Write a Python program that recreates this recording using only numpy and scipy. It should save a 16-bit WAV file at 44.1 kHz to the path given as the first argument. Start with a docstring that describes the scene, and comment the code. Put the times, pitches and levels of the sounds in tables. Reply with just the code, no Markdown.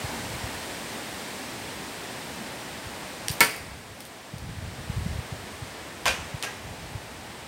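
"""Slingshot in a wooded garden

Wind, as fluttering bands of noise, hisses through the trees and slowly eases; low gusts buffet the microphone.
A slingshot cracks twice among lesser snaps: a short noise burst, the knock of the pellet on wood as decaying
modes, then echoes scattered by the trunks as decaying noise. Narrow noise bands give a brief whoosh, then
faint swelling hums, perhaps a distant vehicle. The recorder is mono; its gain control ducks for a second
after the first, loudest crack, then creeps back."""
import sys
import numpy as np
from scipy import signal
from scipy.fft import rfft, irfft, next_fast_len
from scipy.io import wavfile
from scipy.ndimage import uniform_filter1d, minimum_filter1d

SR = 44100
rng = np.random.default_rng(int(sys.argv[2]) if len(sys.argv) > 2 else 0)


def materialize(psi):
    """Save the field psi as 16-bit PCM at rate SR to the path in sys.argv[1].

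    A 1-D psi becomes a single channel; in a 2-D psi each row is a channel.
    """
    bounded = np.clip(np.atleast_2d(psi).T, -1, 1)
    quanta = np.round(bounded * 32767).astype(np.int16)
    wavfile.write(sys.argv[1], SR, quanta)


N = 329427
TIME = np.arange(N) / SR  # time in the scene, s
AGE = np.arange(24000) / SR  # time since a snap or knock began, s

# snaps of rubber, pellet and twigs:
# t/s, level/dB, brightness/(dB per octave), echo/dB, treble lost to distance/dB at 12 kHz
SNAPS = [(3.2830, -19, 5.5, -2.5, 17), (3.314, -31, 4, 2, 0), (3.4055, -7.5, -1, 1.5, 0),
         (3.562, -34.5, 5, -1, 0), (4.005, -32.5, 0.5, 0, 3), (4.052, -34.5, 4, 0, 3),
         (4.382, -36, 2, -3, 6), (6.056, -18.5, -4, 0, 5), (6.073, -25, -2, -3, 4),
         (6.0803, -19.5, 1, -1, 20), (6.4257, -25.5, 0.5, 1, 10)]
# spectrum of a snap: f/Hz, density/(dB per Hz)
SNAP_COLOUR = [(200, -18), (1000, -11.5), (2400, -2), (3300, 0), (3900, -4), (4700, 1), (6300, -5),
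               (7700, -7), (8900, 2), (10300, -6.5), (14500, -1), (16000, -17)]
# the pellet on wood: t/s, body, ring/dB, near scatter/dB, scatter t60/s, late echo/dB,
# hardness/(dB per octave), rise/s
KNOCKS = [(3.4089, "target", -7.5, -15.5, 0.16, -23, -0.5, 0.00046),
          (6.0615, "trunk", -25, -24.5, 0.23, -31.5, -1, .0005),
          (6.0791, "trunk", -29.5, -29.5, .2, -41, 8.5, .0005),
          (6.433, "branch", -41, -31, 0.088, -38, 4, 0.0009),
          (6.457, "branch", -22.5, -39, .2, -52, -5, 0.012)]
# modes of the near wooden target: f/Hz, level/dB, t60/s
TARGET = [(315, -23.5, 0.35), (436, -23.5, 0.52), (940, -10, 0.22), (1117, -18, 0.26), (1350, -6.5, 0.18),
          (1510, -13, 0.26), (1743, -3, 0.1), (1757, -1.5, 0.13), (1985, -5.5, 0.098), (2210, -9, 0.042),
          (2210, 4, 0.099), (2500, -15, 0.27), (3540, -29, 0.12), (4430, -16, 0.13), (4680, -16, .18)]
# modes of the far trunk: f/Hz, level/dB, t60/s
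TRUNK = [(477, -19, .2), (682, -1, 0.068), (918, -5, 0.17), (1070, 11.5, 0.031), (1560, -1, 0.18),
         (2401, -4, .2), (2463, -2, 0.21), (2693, -9, 0.2), (2880, -10, 0.17), (3620, -16, .2),
         (3950, -14, .16)]
# modes of the branch that the pellet glances off: f/Hz, level/dB, t60/s
BRANCH = [(1626, -2, 0.14), (1911, -9, 0.17), (2500, -15, 0.18)]
# spectrum of the echoes around the target: f/Hz, density/(dB per Hz)
TARGET_COLOUR = [(100, -7.5), (400, -5), (750, -4.5), (1000, -8), (1600, -3.5), (2200, -0.5), (3200, -12),
                 (4000, -15), (4800, -7), (6000, -18), (7800, -17), (9200, -10), (10500, -23), (16000, -24)]
# spectrum of the echoes around the trunk and the branch: f/Hz, density/(dB per Hz)
FAR_COLOUR = [(100, -18), (300, -12), (550, -0.5), (1100, -1.5), (2000, -1), (2600, 0), (3700, -8),
              (4500, -14), (6300, -8.5), (7500, -14), (9200, -19), (10500, -23), (16000, -33)]
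# each body: modes, echo spectrum
BODIES = {"target": (TARGET, TARGET_COLOUR), "trunk": (TRUNK, FAR_COLOUR), "branch": (BRANCH, FAR_COLOUR)}
# the strongest eddies that hit the microphone: t/s, peak level/dB
EDDIES = [(.048, -25), (.443, -27), (2.867, -32), (3.306, -21.5), (4.341, -20), (4.365, -25),
          (4.495, -22.5), (4.587, -22.5), (4.901, -19), (4.981, -21.5), (5.064, -17), (5.116, -23),
          (5.192, -26), (5.327, -24), (5.627, -26.5), (6.347, -23.5), (6.955, -26)]
# gusts that reach the microphone: t/s, length/s, level/dB
GUSTS = [(0, 0.46, -43), (3.57, .16, -38), (4.31, .4, -37), (4.85, .28, -35.5), (6.02, 0.11, -40.5),
         (6.617, 0.33, -44)]
# spectrum of the turbulence at the microphone: f/Hz, density/(dB per Hz)
RUMBLE = [(20, -18), (40, -7.5), (68, 2.5), (110, 1.5), (180, -6.5), (260, -18.5), (500, -55)]
# spectrum of the wind in the trees: f/Hz, density/(dB per Hz)
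TREES = [(50, -24), (100, -7), (160, -3), (228, -1), (380, -3.5), (850, -4), (1280, -9), (1870, -6.5),
         (2750, -10.5), (5190, -14.5), (6560, -18), (8830, -15.5), (10200, -23), (15800, -26.5)]
# a brief whoosh, then faint hums, perhaps a distant vehicle: t/s, half length/s, f/Hz, level/dB
WHOOSH_AND_HUMS = [(.12, 0.15, 920, -45), (.95, 0.17, 228, -46.5), (1.397, 0.17, 245, -49),
                   (2.4, 0.076, 217, -43.5)]

SNAP_S = 0.0021  # length of a snap's burst
# an eddy of the reference strength: pitch and half length; stronger ones pass faster and are more abrupt
EDDY_DB, EDDY_HZ, EDDY_S = -25, 111.2, 0.0058
EDDY_DB_PER_OCTAVE, EDDY_DB_PER_HALVING = 24, 11
GUST_ATTACK_S, GUST_RELEASE_S = 0.04, 0.12
# turbulence in the lulls between gusts slowly builds
LULL_DB, LULL_DB_PER_S = -53.5, 0.65
# the wind in the treetops starts strong and eases towards a steady strength
BREEZE_START_DB, BREEZE_END_DB, BREEZE_EASE_S = 1.5, -6.0, 8.15
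TOP_HZ = 15800  # upper band edge of the recorder


def snaps(echo_t60=0.26, patchy_db=3.0):
    """Impulse and scattering: trunks and foliage throw a burst of milliseconds back as a patchy spray."""
    out = np.zeros(N)
    size = len(AGE)
    for start, db, tilt, echo_db, loss_db in SNAPS:
        pulse = AGE * np.exp(-np.minimum(1.9 * AGE / SNAP_S, 10) ** 2)
        burst = noise(SNAP_COLOUR, size, tilt, loss_db) * pulse
        swell_and_decay = fade(echo_t60) * (1 - fade(0.011))
        spray = noise(SNAP_COLOUR, size, tilt, loss_db) * swell_and_decay
        spray = spray * undb(patchy_db * walk(304, size=size))
        # the level is the rms over the length of the burst
        gain = undb(db) * np.sqrt(SNAP_S / AGE[-1])
        add(out, start, gain * (unit(burst) + undb(echo_db) * unit(spray)))
    return out


def pellets():
    """Impact excitation: one hit on the near target, later double knocks on a far trunk and a branch."""
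    out = np.zeros(N)
    for start, body, *blow in KNOCKS:
        modes, colour = BODIES[body]
        add(out, start, knock(modes, colour, *blow))
    return out


def knock(modes, colour, ring_db, scatter_db, scatter_t60, late_db, hardness, rise_s, late_t60=0.85):
    """Modal ringing and reverberation: a harder contact favours the modes above 1.5 kHz.

    Near trunks scatter the knock densely; the deeper wood answers faintly and longer."""
    ring = 0
    for hz, db, t60 in modes:
        gain = undb(db + hardness * np.log2(hz / 1500))
        ring = ring + gain * fade(t60) * np.sin(2 * np.pi * (hz * AGE + rng.random()))
    near_scatter = undb(scatter_db) * fade(scatter_t60)
    late_echo = undb(late_db) * fade(late_t60)
    echoes = noise(colour, len(AGE)) * (near_scatter + late_echo)
    return (undb(ring_db) * ring + echoes) * (1 - np.exp(-AGE / rise_s))


def buffeting(lumpy_db=3.3, chirp=0.22):
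    """Turbulent pressure: each big eddy swings the diaphragm once or twice, slowing as it passes."""
    lumps = unit(undb(lumpy_db * walk(30)))
    out = noise(RUMBLE, next_fast_len(N, True))[:N] * lumps * gusts()
    t = np.arange(-1800, 1800) / SR  # time from the middle of the eddy
    for middle, db in EDDIES:
        hz = EDDY_HZ * 2 ** ((db - EDDY_DB) / EDDY_DB_PER_OCTAVE)
        length = EDDY_S * 0.5 ** ((db - EDDY_DB) / EDDY_DB_PER_HALVING)
        cycles = np.cumsum(hz * (1 - chirp * np.tanh(t / length))) / SR
        swing = np.sin(2 * np.pi * (cycles + rng.random()))
        add(out, max(middle + t[0], 0), undb(db) * np.exp(-(t / length) ** 2) * swing)
    return out


def gusts():
    """Addition of powers: each gust rises quickly, holds, then dies back into the lull."""
    power = undb(LULL_DB + LULL_DB_PER_S * TIME) ** 2
    for start, length, db in GUSTS:
        rise = np.clip((TIME - start) / GUST_ATTACK_S, 0, 1)
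        fall = np.exp(-np.maximum(TIME - start - length, 0) / GUST_RELEASE_S)
        power = power + (undb(db) * rise * fall) ** 2
    return np.sqrt(power)


def trees(level_db=-37.0, leaf_hz=3500, leaf_growth=1.36, flutter_db=0.63):
    """Aeolian noise of the crowns: leaf hiss follows the wind more steeply than the roar.

    Wide overlapping bands flutter independently, the low ones most."""
    size = next_fast_len(N, True)
    spectrum = rfft(noise(TREES, size))
    f = np.fft.rfftfreq(size, 1 / SR)
    strength = breeze()
    centres = [250, 700, 2000, 5500, 12000]  # f/Hz
    out = 0
    for hz, share in zip(centres, np.eye(len(centres))):
        # triangular bands that add up to the whole spectrum
        band = irfft(spectrum * np.interp(f, centres, share), size)[:N]
        leafy = hz / (hz + leaf_hz)
        flutter = (1 - leafy) * flutter_db * walk(14)
        out = out + band * undb(strength * (1 + leaf_growth * leafy) + flutter)
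    return undb(level_db) * out


def breeze():
    """Exponential relaxation: strength of the wind in the treetops, in dB, as it eases."""
    return BREEZE_END_DB + (BREEZE_START_DB - BREEZE_END_DB) * np.exp(-TIME / BREEZE_EASE_S)


def whoosh_and_hums(width=0.11):
    """Band-limited noise: a brief whoosh near 920 Hz, then faint swelling hums near 230 Hz."""
    out = np.zeros(N)
    for middle, length, hz, db in WHOOSH_AND_HUMS:
        b, a = signal.butter(2, [hz * (1 - width), hz * (1 + width)], "band", fs=SR)
        band = signal.lfilter(b, a, rng.standard_normal(N))
        swell = np.exp(-np.minimum(abs(TIME - middle) / length, 10) ** 2)
        out += undb(db) * unit(band) * swell
    return out


def noise(colour, size, tilt=0, loss_db=0):
    """Spectral shaping: noise of rms 1, tilted in dB per octave, less an air loss given at 12 kHz."""
    f = np.maximum(np.fft.rfftfreq(size, 1 / SR), 1)
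    hz, density_db = np.transpose(colour)
    shape_db = np.interp(np.log2(f), np.log2(hz), density_db, left=-100)
    air_db = loss_db * (f / 12000) ** 2  # absorption grows as frequency squared
    gain = undb(shape_db + tilt * np.log2(f) - air_db)
    return unit(irfft(rfft(rng.standard_normal(size)) * gain, size))


def walk(rate, size=N):
    """Random modulation: straight lines between normal draws, `rate` draws per second."""
    steps = np.arange(size) * (rate / SR)
    return np.interp(steps, np.arange(512), rng.standard_normal(512))


def fade(t60):
    """Exponential decay: 60 dB down after t60 seconds."""
    return np.exp(-np.log(1000) * AGE / t60)


def undb(db):
    """Logarithmic level: decibels to amplitude gain."""
    return np.exp(np.log(10) / 20 * np.asarray(db))


def unit(x):
    """Normalization: scale to rms 1."""
    return x / np.sqrt(np.mean(x ** 2))


def add(out, start, x):
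    """Superposition: mix x into out from time start/s on."""
    i = int(start * SR)
    out[i:i + len(x)] += x[:N - i]


def scene():
    """Superposition: everything meets at one microphone, which feeds both channels."""
    mono = snaps() + pellets() + buffeting() + trees() + whoosh_and_hums()
    return np.tile(mono, (2, 1))


def gain_control(x, threshold_db=-11.5, hold_s=1.0, release_s=0.52):
    """Level-dependent gain: a loud sound turns it down at once; it is held, then creeps back."""
    power = uniform_filter1d(x[0] ** 2, int(0.012 * SR))
    cut_db = np.minimum(threshold_db - 10 * np.log10(np.abs(power) + 1e-12), 0)
    hold, release = int(hold_s * SR), int(release_s * SR)
    # the origins make both windows look back in time
    held = minimum_filter1d(cut_db, hold, origin=(hold - 1) // 2)
    released = uniform_filter1d(held, release, origin=(release - 1) // 2)
    return x * undb(np.minimum(held, released))


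def record(dry, wind_cut_hz=38):
    """Band limiting and overload: low cut against wind, gain control, clipping, steep treble cut."""
    low_cut = signal.butter(3, wind_cut_hz, "high", fs=SR, output="sos")
    trimmed = signal.sosfilt(low_cut, dry)
    clipped = np.clip(gain_control(trimmed), -1, 1)
    treble_cut = signal.ellip(10, 0.2, 80, TOP_HZ, fs=SR, output="sos")
    return signal.sosfilt(treble_cut, clipped)


dry = scene()
out = record(dry)
materialize(out)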